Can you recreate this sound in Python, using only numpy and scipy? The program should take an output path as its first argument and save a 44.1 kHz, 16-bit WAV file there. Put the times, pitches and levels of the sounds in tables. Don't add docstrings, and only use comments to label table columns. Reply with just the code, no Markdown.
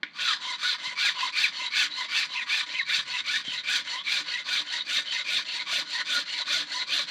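import sys
import numpy as np
from scipy import signal
from scipy.fft import rfft, irfft, next_fast_len
from scipy.io import wavfile
from scipy.ndimage import uniform_filter1d

SR = 44100
rng = np.random.default_rng(int(sys.argv[2]) if len(sys.argv) > 2 else 0)


def dump(signal):
    limited = np.clip(np.atleast_2d(signal).T, -1, 1)
    pcm = np.round(limited * 32767).astype(np.int16)
    wavfile.write(sys.argv[1], SR, pcm)


N = 313110
TIME = np.arange(N) / SR
FFT_SIZE = next_fast_len(N + SR)
HZ = np.maximum(np.arange(FFT_SIZE // 2 + 1) * SR / FFT_SIZE, 1)

# start in seconds, level in dB, pressure gained from
# start to end in dB, lift of the blade's note near 1 kHz in dB.
FILE_STROKES = [(.122, -23, -3, 4.5), (.394, -31.5, -2, 1), (.576, -22.5, 0, 1.5), (.776, -31.5, -1, -0.5),
                (.951, -20.5, -4.5, 0.5), (1.142, -29.5, -5, 6), (1.318, -22.5, -10.5, 1),
                (1.516, -30.5, -2.5, -0.5), (1.7, -21, -4.5, -1), (1.895, -31, 0.5, 3.5),
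                (2.078, -22.5, -8, 2.5), (2.283, -31.5, 3, 3), (2.457, -23.5, -7, 5),
                (2.658, -31.5, -2.5, -5), (2.85, -22.5, -7, 1), (3.048, -29.5, 3, -3),
                (3.229, -24.5, -5.5, -1), (3.436, -30.5, -4, -12.5), (3.631, -22.5, -8, -2),
                (3.841, -31, -8.5, -5), (4.036, -22, -3.5, 1), (4.241, -30.5, -4, -6),
                (4.439, -23.5, -2.5, 2.5), (4.647, -29.5, 2, -10), (4.84, -24, 2, -1),
                (5.046, -28, 3, -11.5), (5.239, -23.5, -7, 1), (5.45, -29.5, -1.5, -7.5),
                (5.647, -23.5, -1.5, 2.5), (5.848, -30.5, 5, -5.5), (6.042, -23, -3.5, -1),
                (6.251, -30, 0.5, -14), (6.447, -22.5, -7.6, -1), (6.658, -30, 1.5, -7.5),
                (6.856, -22.5, -0.5, -2), (7.062, -25, 9, -3)]
ARM_GESTURES = [(0.69, 0.96, 0.39, 1.22, .48), (0.56, 0.62, 0.16, 1.84, .53)]
# time in seconds, teeth per second at top
# speed, handle rumble in dB, lift near 2 kHz in dB, brightness in dB per octave.
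PUSH_CHARACTER = [(.25, 680, -10.5, -3.5, -2.4), (1.4, 896, -8.5, 2.5, -0.8), (2.6, 904, -11.5, 1.5, -1.5),
                  (3.8, 860, -5.5, -0.5, -1.1), (5.35, 730, -2, 0, -0.4), (7, 710, -1.5, -3, -0.9)]
PULL_CHARACTER = [(.5, 1071, 2.5, -1, 1), (1.25, 1063, 2.5, 0.93, 0.95), (2.4, 1033, 1, 0.88, 1.7),
                  (3.5, 1010, 1.5, 1, 1.2), (4.7, 962.4, 2, 0.053, 0.37), (5.9, 949, 2, -1.96, 1.1),
                  (6.9, 1018, 3, -1.62, 1.92)]
# frequency in Hz, relative level in dB on push, then on pull.
FIBRE_COLOUR = [(50.0, -101, -85), (127, -64, -74), (307, -58.5, -57.5), (410, -69, -69),
                (823, -64.5, -71.5), (1434, -57, -54.5), (2690, -44, -43), (4360, -31.5, -36),
                (5500, -47, -48.5), (7160, -53.5, -63.5), (9600, -66, -74.5), (12000.0, -69, -84),
                (15500.0, -75, -110.3)]
# frequency in Hz, width in Hz, lift in dB on push, then on pull.
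WORK_MODES = [(156.6, 23.6, 17.5, -3), (308.3, 44, 12, 7), (574, 76.2, 24.5, 17.5), (997, 79, 4, 30),
              (1138, 136, 10.5, 2), (1479, 53, 10.5, 9), (1750, 131, 14.5, 4), (2085, 218, 4, 11.5),
              (2335, 172, 8, -4.5), (3130, 240, 3, 4.5), (3540, 370, 5, 2), (3900, 125, -3.5, 6),
              (4314, 153, -23, -6), (4350, 36, 4, 9), (6048, 197, 11, 10.5), (7133, 234, 9, 18),
              (7660, 110, 7, 4.5), (8130, 85, 13, 16), (8820, 150, 11, 11), (10177, 200, 10.5, 12.5),
              (12430, 300, 10, 12.5), (14500, 470, 8, 22.5)]
# frequency in Hz,
# width in Hz, share of the stroke gone at the swell, lift in dB.
PUSH_BLADE_MODES = [(1174, 90, 0.11, 6.5), (1450, 116, 0.42, 7), (1730, 37, 0.66, 2.5),
                    (2386, 160, 0.14, 12), (2556, 230, 0.46, 8), (3770, 570, 0.59, 2), (3980, 220, 0.76, 6),
                    (4480, 480, 0.04, 10), (4890, 82, 0.95, 7)]
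PULL_BLADE_MODES = [(990, 70, 0.83, 5.2), (2048, 130, 0.7, 10.1), (2550, 160, 0.54, 10.8),
                    (2896, 140, .27, 10.8), (3695, 220, 0.85, 8.1), (4300, 140, 0.26, 8)]
# start and end in seconds, first, middle and last pitch in Hz,
# level in dB.
TOOTH_CHIRPS = [(0.239, 0.338, 1516, 1340, 1126, -34.5), (.330, 0.353, 1900, 1780, 1610, -37.5),
                (.640, 0.708, 1372, 1514, 1460, -48), (1.042, 1.101, 2687, 2308, 1700, -31),
                (1.203, 1.251, 997, 1030, 1070, -36), (1.428, 1.47, 2780, 2380, 1560, -24),
                (1.804, 1.866, 2476, 2269, 1746, -40), (2.339, 2.434, 2350, 2637, 1814, -35.5),
                (2.501, 2.549, 2120, 2430, 2507, -27), (2.787, 2.817, 2380, 2045, 1750, -30.5),
                (3.281, 3.33, 1525, 1461, 1412, -41), (3.335, 3.382, 1722, 1824, 1995, -32),
                (3.909, 4.033, 934, 1036, 1160, -44), (6.078, 6.206, 1558, 1428, 1456, -39)]
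# time in seconds, peak in dB.
FILE_TAPS = [(0.0321, -15), (0.068, -36), (2.739, -29)]
# time in seconds, peak in dB, pitch in Hz.
HANDLE_BUMPS = [(0.874, -48, 169.6), (2.985, -48, 187.7), (3.479, -38.5, 207.7)]


def rasp(push_db, pull_db, zip_db, judder_db):
    stroke, gone, speed = arm()
    top_tooth_hz, *tone_trends = trends(stroke)
    bite_db = bite(stroke, gone, waver_db=0.93, waver_hz=22, turn_db=-47, settle_s=.1, settle_db=-14)
    pushing = uniform_filter1d(1. - stroke % 2, size=400)
    pulling = 1 - pushing
    phase, buzz = tooth_buzz(top_tooth_hz * speed, jitter=0.01593, buzz_db=-13, fall_db=2, flutter_db=4.5)
    snaps = fibres(speed, phase, snaps_per_s=6000, spread_db=2, hiss_db=-1, tooth_depth=0.21)
    tearing = buzz * np.sqrt(speed) + snaps
    drive = stroke_tone(tearing, stroke, speed, pushing, bite_db, tone_trends, patchy_db=1.76)
    drive = drive * from_db(bite_db + judder_db * drift(83))
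    push = filtered(drive * pushing, work_response(direction=0))
    pull = filtered(drive * pulling, work_response(direction=1))
    push = blade(push, PUSH_BLADE_MODES, stroke, gone, reach=.22, detune=.032, scatter_db=3, glide=.21)
    pull = blade(pull, PULL_BLADE_MODES, stroke, gone, reach=.16, detune=.045, scatter_db=5.5, glide=.16)
    whine = zipping(gone, top_hz=4360, top_share=0.42, sag_hz=380, width_hz=130, from_s=3.9, full_s=7.7)
    return from_db(push_db) * push + from_db(pull_db) * pull + from_db(zip_db + bite_db) * pulling * whine


def arm():
    turns = np.array(FILE_STROKES)[:, 0]
    turns = np.append(turns, turns[-1] + np.mean(np.diff(turns)))
    travel = np.interp(TIME, turns, np.arange(len(turns)))
    stroke, gone = travel.astype(int), travel % 1
    skew = np.log(.5) / np.log(np.array(ARM_GESTURES)[:, -1])
    return stroke, gone, np.sin(np.pi * gone ** skew[stroke % 2])


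def trends(stroke):
    def follow(table):
        times, *columns = np.transpose(table)
        return [np.interp(TIME, times, column) for column in columns]
    return np.where(stroke % 2, follow(PULL_CHARACTER), follow(PUSH_CHARACTER))


def bite(stroke, gone, waver_db, waver_hz, turn_db, settle_s, settle_db):
    _, level_db, lean_db, _ = np.array(FILE_STROKES)[stroke].T
    attack, attack_curve, release, release_curve, _ = np.array(ARM_GESTURES)[stroke % 2].T
    shape = ease(gone / attack) ** attack_curve * ease((1 - gone) / release) ** release_curve
    pressure = from_db(level_db + lean_db * (gone - .5) + waver_db * drift(waver_hz))
    contact = np.hypot(pressure * shape, from_db(turn_db))
    easing_in_db = settle_db * np.maximum(1 - (TIME - FILE_STROKES[0][0]) / settle_s, 0)
    return 20 * np.log10(contact) + easing_in_db


def tooth_buzz(tooth_hz, jitter, buzz_db, fall_db, flutter_db):
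    phase = 2 * np.pi * np.cumsum(tooth_hz * (1 + jitter * drift(151.3))) / SR
    buzz = np.zeros(N)
    for harmonic in range(1, 7):
        level_db = buzz_db - fall_db * np.log2(harmonic) + flutter_db * drift(114)
        buzz += from_db(level_db) * np.cos(harmonic * phase)
    return phase, buzz


def fibres(speed, phase, snaps_per_s, spread_db, hiss_db, tooth_depth):
    snapping = rng.random(N) < snaps_per_s * (.4 + speed) / SR
    sizes = from_db(spread_db * np.minimum(rng.exponential(1, N), 4)) * rng.choice([-1, 1], N)
    snaps = rms_one(snapping * sizes / np.sqrt(0.081 + speed))
    hiss = from_db(hiss_db) * rng.standard_normal(N)
    return rms_one((snaps + hiss) * (1 + tooth_depth * np.cos(phase)))


def stroke_tone(tearing, stroke, speed, pushing, bite_db, tone_trends, patchy_db):
    rumble_db, middle_db, tilt_db = tone_trends
    tilt_db = tilt_db + 4.5 * (speed - .8)
    bands_hz = [700, 1000, 1500, 2200, 3200, 4600, 7500, 13000]
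    band_db = {hz: tilt_db * np.log2(hz / 3000) for hz in bands_hz[2:]}
    band_db[700] = rumble_db - 0.31 * (bite_db + 36.5)
    band_db[1000] = np.array(FILE_STROKES)[stroke, -1] + 11.5 * pushing * (.75 - speed)
    band_db[2200] += middle_db
    band_db[13000] += 5 * (speed - .8)
    out = np.zeros(N)
    for hz, weights in zip(bands_hz, np.eye(len(bands_hz))):
        band = filtered(tearing, np.interp(np.log(HZ), np.log(bands_hz), weights))
        out += band * from_db(uniform_filter1d(band_db[hz], size=400) + patchy_db * drift(27.4))
    return out


def work_response(direction):
    colour_hz, *colour_db = np.transpose(FIBRE_COLOUR)
    response = from_db(np.interp(np.log(HZ), np.log(colour_hz), colour_db[direction]))
    for hz, width_hz, *lift_db in WORK_MODES:
        response = response * (1 + (from_db(lift_db[direction]) - 1) * resonance(hz, width_hz))
    return rms_one(response)


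def blade(sound, modes, stroke, gone, reach, detune, scatter_db, glide):
    out = sound
    for hz, width_hz, place, lift_db in modes:
        pitch, strength, slope = rng.standard_normal((len(FILE_STROKES), 3))[stroke].T
        centre_hz = hz * (1 + detune * pitch + glide * slope * (gone - place))
        carrier = np.exp(2j * np.pi * np.cumsum(centre_hz) / SR)
        pole = np.exp(-np.pi * width_hz / SR)
        ringing = 2 * np.real(carrier * signal.lfilter([1 - pole], [1, -pole], sound * carrier.conj()))
        belly = np.exp(-((gone - place) / reach) ** 2)
        swell = (from_db(lift_db + scatter_db * strength) - 1) * belly
        out = out + uniform_filter1d(swell, size=300) * ringing
    power_in, power_out = np.abs(uniform_filter1d(np.array([sound, out]) ** 2, size=900)) + 1e-12
    return out * np.sqrt(power_in / power_out)


def zipping(gone, top_hz, top_share, sag_hz, width_hz, from_s, full_s):
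    hz = top_hz - sag_hz * (2 * (gone - top_share)) ** 2
    roughness = drift(width_hz) + 1j * drift(width_hz)
    fade_in = ease((TIME - from_s) / (full_s - from_s))
    return fade_in * np.real(roughness * np.exp(2j * np.pi * np.cumsum(hz) / SR))


def chirps(jitter, flutter_db, overtone_db):
    out = np.zeros(N)
    waver, flutter = drift(175), from_db(flutter_db * drift(53))
    for start, end, *pitches_hz, db in TOOTH_CHIRPS:
        on = (TIME > start) & (TIME < end)
        gone = (TIME[on] - start) / (end - start)
        hz = np.polyval(np.polyfit([0, .5, 1], pitches_hz, 2), gone)
        phase = 2 * np.pi * np.cumsum(hz * (1 + jitter * waver[on])) / SR
        tone = np.sin(phase) + from_db(overtone_db) * np.sin(2 * phase)
        swell = ease(4 * gone) * ease(4 * (1 - gone))
        out[on] += np.sqrt(2) * from_db(db) * swell * flutter[on] * tone
    return out


def taps(crack_s, knock_hz, knock_width_hz, knock_db, clatter_db, clatter_s, high_cut_hz, low_cut_hz):
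    knock = 1 + from_db(knock_db) * resonance(knock_hz, knock_width_hz)
    roll_off = 1 / (1 + 1j * HZ / high_cut_hz) ** 2 / (1 + low_cut_hz / (1j * HZ))
    response = work_response(direction=0) * knock * roll_off
    out = np.zeros(N)
    for start, db in FILE_TAPS:
        age = np.maximum(TIME - start, 0)
        force = (age > 0) * (np.exp(-age / crack_s) + from_db(clatter_db) * np.exp(-age / clatter_s))
        tap = filtered(force * rng.standard_normal(N), response)
        out += from_db(db) * tap / np.abs(tap).max()
    return out


def bumps(width_hz):
    out = np.zeros(N)
    for start, db, hz in HANDLE_BUMPS:
        thud = filtered(signal.unit_impulse(N, round(start * SR)), resonance(hz, width_hz) ** 2)
        out += from_db(db) * thud / np.abs(thud).max()
    return out


def anvil_ring(work, hz, width_hz, level_db):
    return from_db(level_db) * filtered(work, resonance(hz, width_hz))


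def handle_roll(start_s, end_s, fade_s, hz, width_hz, level_db):
    fade = ease(np.minimum(TIME - start_s, end_s - TIME) / fade_s)
    return from_db(level_db) * fade * noise_band(hz, width_hz, order=3)


def workshop(direct, t60_s, wet_db, wall_hz):
    age = TIME[:SR // 2]
    tail = rng.standard_normal(len(age)) * from_db(-60 * age / t60_s) * (age > .004)
    response = rfft(tail / np.linalg.norm(tail), FFT_SIZE) / (1 + 1j * HZ / wall_hz)
    return direct + from_db(wet_db) * filtered(direct, response)


def room_tone(murmur_db, hiss_db):
    murmur = noise_band(hz=205, width_hz=196, order=2)
    hiss = noise_band(hz=970, width_hz=2200, order=3)
    return from_db(murmur_db) * murmur + from_db(hiss_db) * hiss


def from_db(db):
    return 10 ** (np.asarray(db) / 20)


def rms_one(x):
    return x / np.sqrt(np.mean(np.abs(x) ** 2) + 1e-20)


def ease(share):
    return np.sin(np.pi / 2 * np.clip(share, 0, 1))


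def filtered(sound, response):
    return irfft(rfft(sound, FFT_SIZE) * response, FFT_SIZE)[:N]


def resonance(hz, width_hz):
    return 1 / (1 + 1j * (HZ ** 2 - hz ** 2) / (HZ * width_hz))


def noise_band(hz, width_hz, order):
    return rms_one(filtered(rng.standard_normal(N), resonance(hz, width_hz) ** order))


def drift(rate_hz):
    return rms_one(filtered(rng.standard_normal(N), 1 / (1 + 1j * HZ / rate_hz) ** 2))


def scene():
    work = rasp(push_db=-3.28, pull_db=-3, zip_db=-6.5, judder_db=0.5)
    work += chirps(jitter=0.021, flutter_db=4, overtone_db=-22)
    work += taps(crack_s=0.0019, knock_hz=2060, knock_width_hz=900, knock_db=15,
                 clatter_db=-25, clatter_s=0.045, high_cut_hz=2250, low_cut_hz=250)
    work += bumps(width_hz=146)
    work += anvil_ring(work, hz=295, width_hz=3.9, level_db=1.5)
    work += handle_roll(start_s=2.7, end_s=4, fade_s=0.29, hz=130, width_hz=190, level_db=-68.5)
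    at_microphone = workshop(work, t60_s=0.11, wet_db=-9, wall_hz=7000)
    at_microphone += room_tone(murmur_db=-66.5, hiss_db=-70)
    return at_microphone[None]


def record(dry):
    return signal.sosfilt(signal.ellip(10, .1, 80, 15700, fs=SR, output="sos"), dry)


dry = scene()
out = record(dry)
dump(out)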